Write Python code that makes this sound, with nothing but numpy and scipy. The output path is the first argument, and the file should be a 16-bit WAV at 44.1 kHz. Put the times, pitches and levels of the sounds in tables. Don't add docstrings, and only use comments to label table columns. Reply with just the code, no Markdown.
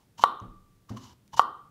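import sys
import numpy as np
from scipy import signal
from scipy.fft import rfft, irfft, next_fast_len
from scipy.io import wavfile
from scipy.ndimage import uniform_filter1d, map_coordinates

SR = 44100
rng = np.random.default_rng(int(sys.argv[2]) if len(sys.argv) > 2 else 0)


def transcribe(u):
    v = np.clip(np.atleast_2d(u).T, -1, 1)
    q = np.round(v * 32767).astype(np.int16)
    wavfile.write(sys.argv[1], SR, q)


def volts_from_db(level):
    exponent = np.asarray(level, float) / 20
    return 10 ** exponent


N = 74970


def unit(x):
    return x / np.sqrt(np.mean(x ** 2) + 1e-20)


def along(points, hz):
    f, value = np.transpose(points)
    return np.interp(np.log(hz + 1), np.log(f + 1), value)


def curves(rows):
    s, *columns = np.transpose(rows)
    return [np.interp(np.arange(N) / SR, s, column) for column in columns]


def filtered(x, response):
    size = next_fast_len(N + SR // 2)
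    hz = np.fft.rfftfreq(size, 1 / SR)
    return irfft(rfft(x, size) * response(hz), size)[..., :N]


def ring(s, hz, db, t60, rise):
    t = np.maximum(np.arange(N) / SR - s, 0)
    return volts_from_db(db - 60 * t / t60) * (1 - np.exp(-t / rise)) * np.sin(2 * np.pi * hz * t)


# frequency in Hz, density in dB per Hz.
AIR_SPECTRUM = [(12, -40.5), (20, -7.5), (141, 3.5), (254, -7), (335, -7.5), (510, -15.5), (1150, -22.5),
                (1430, -22.5), (15800, -30.5)]


def air():
    hiss = filtered(rng.standard_normal(N), lambda f: volts_from_db(along(AIR_SPECTRUM, f)))
    return volts_from_db(-65) * unit(hiss)


# frequency in Hz, width in Hz, level in dB.
BARREL_MODES = [(1500, 390, -15.5), (3000, 110, 8.5), (3555, 1400, -2.5), (6000, 1300, 0.5),
                (7215, 900, -4), (10260, 2500, -12.5), (12100, 3000, -16)]


def barrel(x):
    def response(f):
        total = 0
        for k, (center, width, db) in enumerate(BARREL_MODES):
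            band = 1j * f * width / (center * center - f * f + 1j * f * width)
            total = total + (-1) ** k * volts_from_db(db) * band
        return total
    return filtered(x, response)


# time in seconds, rub level in dB, cavity level in dB over the rub, cavity pitch in Hz.
PLUNGER_STROKES = [
    [(0, -75.5, 7, 894), (.03, -80, 6, 880), (.08, -93, 5, 878)],
    [(.168, -94.5, 2, 900), (.182, -52, 1.5, 920), (.192, -53, 4, 920), (.206, -55.5, 1, 983.5),
     (.22, -42.5, -3, 1000), (.23, -44.5, 2, 1050), (.25, -56, -5.5, 1110), (.275, -96, -1, 1100)],
    [(.884, -85, 7, 1150), (.896, -51.5, 4, 1112), (.912, -64.5, -2.5, 1119), (.96, -69, 5, 1110),
     (.972, -50.5, 3, 1096), (.99, -65, 3.5, 1080), (1.04, -55.5, -0.5, 1026), (1.134, -66.5, 4.5, 894),
     (1.146, -98, 10, 876)],
    [(1.315, -85, -6, 900), (1.336, -52, 7, 910), (1.35, -55, -5.5, 937), (1.361, -65.5, 2, 950),
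     (1.367, -47, -9, 935), (1.378, -39.5, 6.5, 969), (1.392, -44.5, -6.5, 1050), (1.42, -58, 5, 1110),
     (1.44, -82, 4, 1090)],
]
# start in seconds, end in seconds.
PLUNGER_MOVES = [(0, .09), (.165, .28), (.88, 1.15), (1.31, 1.45)]


def strokes():
    cavity_width_hz, grit_per_s, grit_db, smooth_share = 120, 2000, 5, .6
    rub_db, cavity_db, hz = curves([row for stroke in PLUNGER_STROKES for row in stroke])
    size, sign, smooth = rng.standard_normal((3, N))
    grains = rng.random(N) < grit_per_s / SR
    grit = grains * volts_from_db(grit_db * np.clip(size, -2, 2)) * np.sign(sign)
    drag = smooth_share * smooth + (1 - smooth_share) * unit(grit)
    turn = np.exp(2j * np.pi * np.cumsum(hz) / SR)
    pole = np.exp(-np.pi * cavity_width_hz / SR)
    cavity = (turn * signal.lfilter([1], [1, -pole], drag / turn)).real
    t = np.arange(N) / SR
    moving = sum((t >= a) & (t < b) for a, b in PLUNGER_MOVES) * 1.0
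    moving = uniform_filter1d(moving, size=300)
    return moving * volts_from_db(rub_db) * (unit(barrel(drag)) + volts_from_db(cavity_db) * unit(cavity))


THUMP_TIMES = [.416, .904, 1.335, .188]
# level in dB, pitch factor, tilt in dB per octave above 120 Hz.
THUMP_LEVELS = [(-32.5, .86, -3), (-27.5, 0.93, -3), (-43, 0.52, 2), (-46, .9, -0.5)]
TABLE_PITCHES = [120, 100, 217, 186, 285, 350, 475, 560, 750]
# level in dB, decay by 60 dB in seconds.
TABLE_MODES = [(1, .11), (-7.5, .1), (-3, 0.19), (-7.5, 0.061), (-4.5, .16), (-12, .1), (-15.5, 0.079),
               (-18.5, 0.099), (-17.5, 0.025)]
# time in seconds, level in dB.
ARM_SWAY = [
    (.4, -103),
    (.49, -50),
    (.55, -62),
    (.62, -63.5),
    (.7, -92.5),
]


def table():
    rise_s, rumble_db, rumble_t60_s, rumble_hz = 0.0029, -14.5, 0.32, 320
    t = np.arange(N) / SR
    thump, fade = np.zeros(N), np.zeros(N)
    for s, (db, pitch, tilt_db) in zip(THUMP_TIMES, THUMP_LEVELS):
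        for hz, (level, t60) in zip(TABLE_PITCHES, TABLE_MODES):
            mode_db = db + level + tilt_db * np.log2(hz / 120)
            thump += ring(s, hz * pitch, mode_db, t60, rise_s)
        swell = 1 - np.exp(-np.maximum(t - s, 0) / rise_s)
        fade += swell * volts_from_db(db + rumble_db - 60 * np.abs(t - s) / rumble_t60_s)
    thump = filtered(thump, lambda f: (1j * f / (50 + 1j * f)) ** 2)
    rumble = filtered(rng.standard_normal(N),
                      lambda f: f ** 3 / (f ** 3 + 150 ** 3) / (1 + (f / rumble_hz) ** 2))
    sway = filtered(rng.standard_normal(N), lambda f: f / (1 + (f / 32) ** 5))
    return thump + fade * unit(rumble) + volts_from_db(curves(ARM_SWAY)[0]) * unit(sway)


# time in seconds, level in dB.
SEAL_SLIPS = [(.1943, -29), (0.4, -35), (1.3415, -28.5), (1.332, -41.5), (1.372, -29.5), (.894, -37.5),
              (0.35, -51), (1.381, -40.5)]


def slips():
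    s, _, _, hz = np.transpose([row for stroke in PLUNGER_STROKES for row in stroke])
    t = np.arange(N) / SR
    scratch, cavity = np.zeros(N), np.zeros(N)
    for at, db in SEAL_SLIPS:
        scratch += (t > at) * volts_from_db(db - 9 - 60 * np.abs(t - at) / 0.011)
        cavity += ring(at, np.interp(at, s, hz), db, 0.033, 0.00066)
    return barrel(scratch * rng.standard_normal(N)) + cavity


# time in seconds, peak in dB.
HEAD_CLACKS = [
    (.2379, 2),
    (1.39422, 2),
]
CLACK_EDGE = [2, -5]
# frequency in Hz, level in dB, decay by 60 dB in seconds, rise in seconds.
HEAD_MODES = [(1150, -22.5, .035, .002), (1370, -24, 0.011, 0.0012), (1896, -31, .05, 0.0015),
              (2500, -25, .005, .0004), (3175, -23.5, 0.011, 0.00013), (3630, -11, 0.0031, 0.0002),
              (4000, -15.5, 0.0028, 0.00046), (5590, -29, .012, .0003), (7447, -29, 0.0054, 0.0009)]
# delay in seconds, level in dB.
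NEAR_ECHOES = [
    (.00265, -14),
    (.00435, -12),
]


def clacks():
    edge_hz, crack_db, crack_t60_s = 3300, -22, .01
    knock_hz, knock_peak_s, knock_fall = 1055, .0013, .75
    body_hz, body_db, body_t60_s = 520, -14.5, .011
    echo_hz, echo_width_hz = 1120, 800
    t = np.arange(N) / SR
    direct = np.zeros(N)
    for (s, db), edge in zip(HEAD_CLACKS, CLACK_EDGE):
        for hz, level, t60, rise in HEAD_MODES:
            direct -= ring(s, hz, db + level + edge * (hz > edge_hz), t60, rise)
        u = np.maximum(t - s, 0) / knock_peak_s
        press = np.abs(np.sin(np.pi * u / 2)) ** 1.3
        release = np.exp(-((u - 1) / knock_fall) ** 2)
        push = np.where(u < 1, press, release)
        direct -= volts_from_db(db) * push * np.sin(2 * np.pi * knock_hz * (t - s))
        direct += ring(s, body_hz, db + body_db, body_t60_s, 0.00087)
        crack = volts_from_db(db + crack_db - 60 * np.abs(t - s) / crack_t60_s)
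        direct += (t > s) * crack * rng.standard_normal(N)

    def reflected(f):
        band = 1j * f * echo_width_hz / (echo_hz ** 2 - f * f + 1j * f * echo_width_hz)
        echoes = sum(volts_from_db(db) * np.exp(-2j * np.pi * f * s) for s, db in NEAR_ECHOES)
        return (1 + band * echoes) / (1 + 1j * f / 8000) ** 2
    return filtered(direct, reflected)


JAR_PITCHES = [1150, 1156, 1166, 1098, 1075, 1215, 1386, 1892, 930, 810]
# level in dB, decay by 60 dB in seconds.
JAR_MODES = [(-29.5, 0.18), (-39.5, .55), (-44.5, 1), (-49, .5), (-35, .35), (-40, 0.65), (-42.5, 0.15),
             (-56.5, .42), (-47.5, 0.17), (-47, .35)]


def jar():
    waver_db, waver_per_s = 3, 40
    knots = rng.standard_normal((len(JAR_MODES), 100))
    place = np.arange(N) * waver_per_s / SR
    ringing = np.zeros(N)
    for k, (level, t60) in enumerate(JAR_MODES):
        waver = volts_from_db(waver_db * map_coordinates(knots[k], [place]))
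        for s, db in HEAD_CLACKS:
            ringing += waver * ring(s, JAR_PITCHES[k], db + level, t60, 0.0037)
    return ringing


TICK_TIMES = [1.278, .423, 1.409, 1.419, .249]
TICK_LEVELS = [-54.5, -63, -43, -41.5, -47.5]


def ticks():
    tick_hz = 3400
    t = np.arange(N) / SR
    bursts = sum((t > s) * volts_from_db(db - 60 * np.abs(t - s) / 0.0078) for s, db in zip(TICK_TIMES, TICK_LEVELS))
    taps = bursts * rng.standard_normal(N)
    return filtered(taps, lambda f: 2j * f * tick_hz / (tick_hz ** 2 - f * f + 1j * f * tick_hz))


# frequency in Hz, decay by 60 dB in seconds.
ROOM_DECAY = [(150, 0.9), (500, .4), (1100, 0.45), (2000, 0.48), (3500, 0.52), (6000, 0.21), (12000, 0.36)]
# frequency in Hz, level in dB.
ROOM_TONE = [(150, 4.5), (350, 8.5), (700, -12), (1150, 3.5), (2300, -5.5), (3300, 2.5), (8000, -1.5)]


def room(x):
    gap_s = 0.0063
    hz, t, z = signal.stft(rng.standard_normal(SR), SR, nperseg=256)
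    decay_db = along(ROOM_TONE, hz)[:, None] - 60 * t / along(ROOM_DECAY, hz)[:, None]
    tail = signal.istft(z * volts_from_db(decay_db), SR, nperseg=256)[1]
    tail = tail * (1 - np.exp(-np.arange(len(tail)) / (gap_s * SR)))
    return signal.fftconvolve(x, tail / np.linalg.norm(tail))[:N]


def scene():
    near = strokes() + table() + slips() + clacks() + ticks()
    return (near + volts_from_db(-14.5) * room(near) + jar() + air())[None]


def band_limit(x):
    return signal.sosfilt(signal.butter(12, 16260, fs=SR, output="sos"), x)


def record(dry):
    clip_top, clip_hard, top_hz = .99, 6, 15700
    clipped = dry / (1 + np.abs(dry / clip_top) ** clip_hard) ** (1 / clip_hard)
    mix = filtered(clipped, lambda hz: hz < top_hz)
    return band_limit(mix)


dry = scene()
out = record(dry)
transcribe(out)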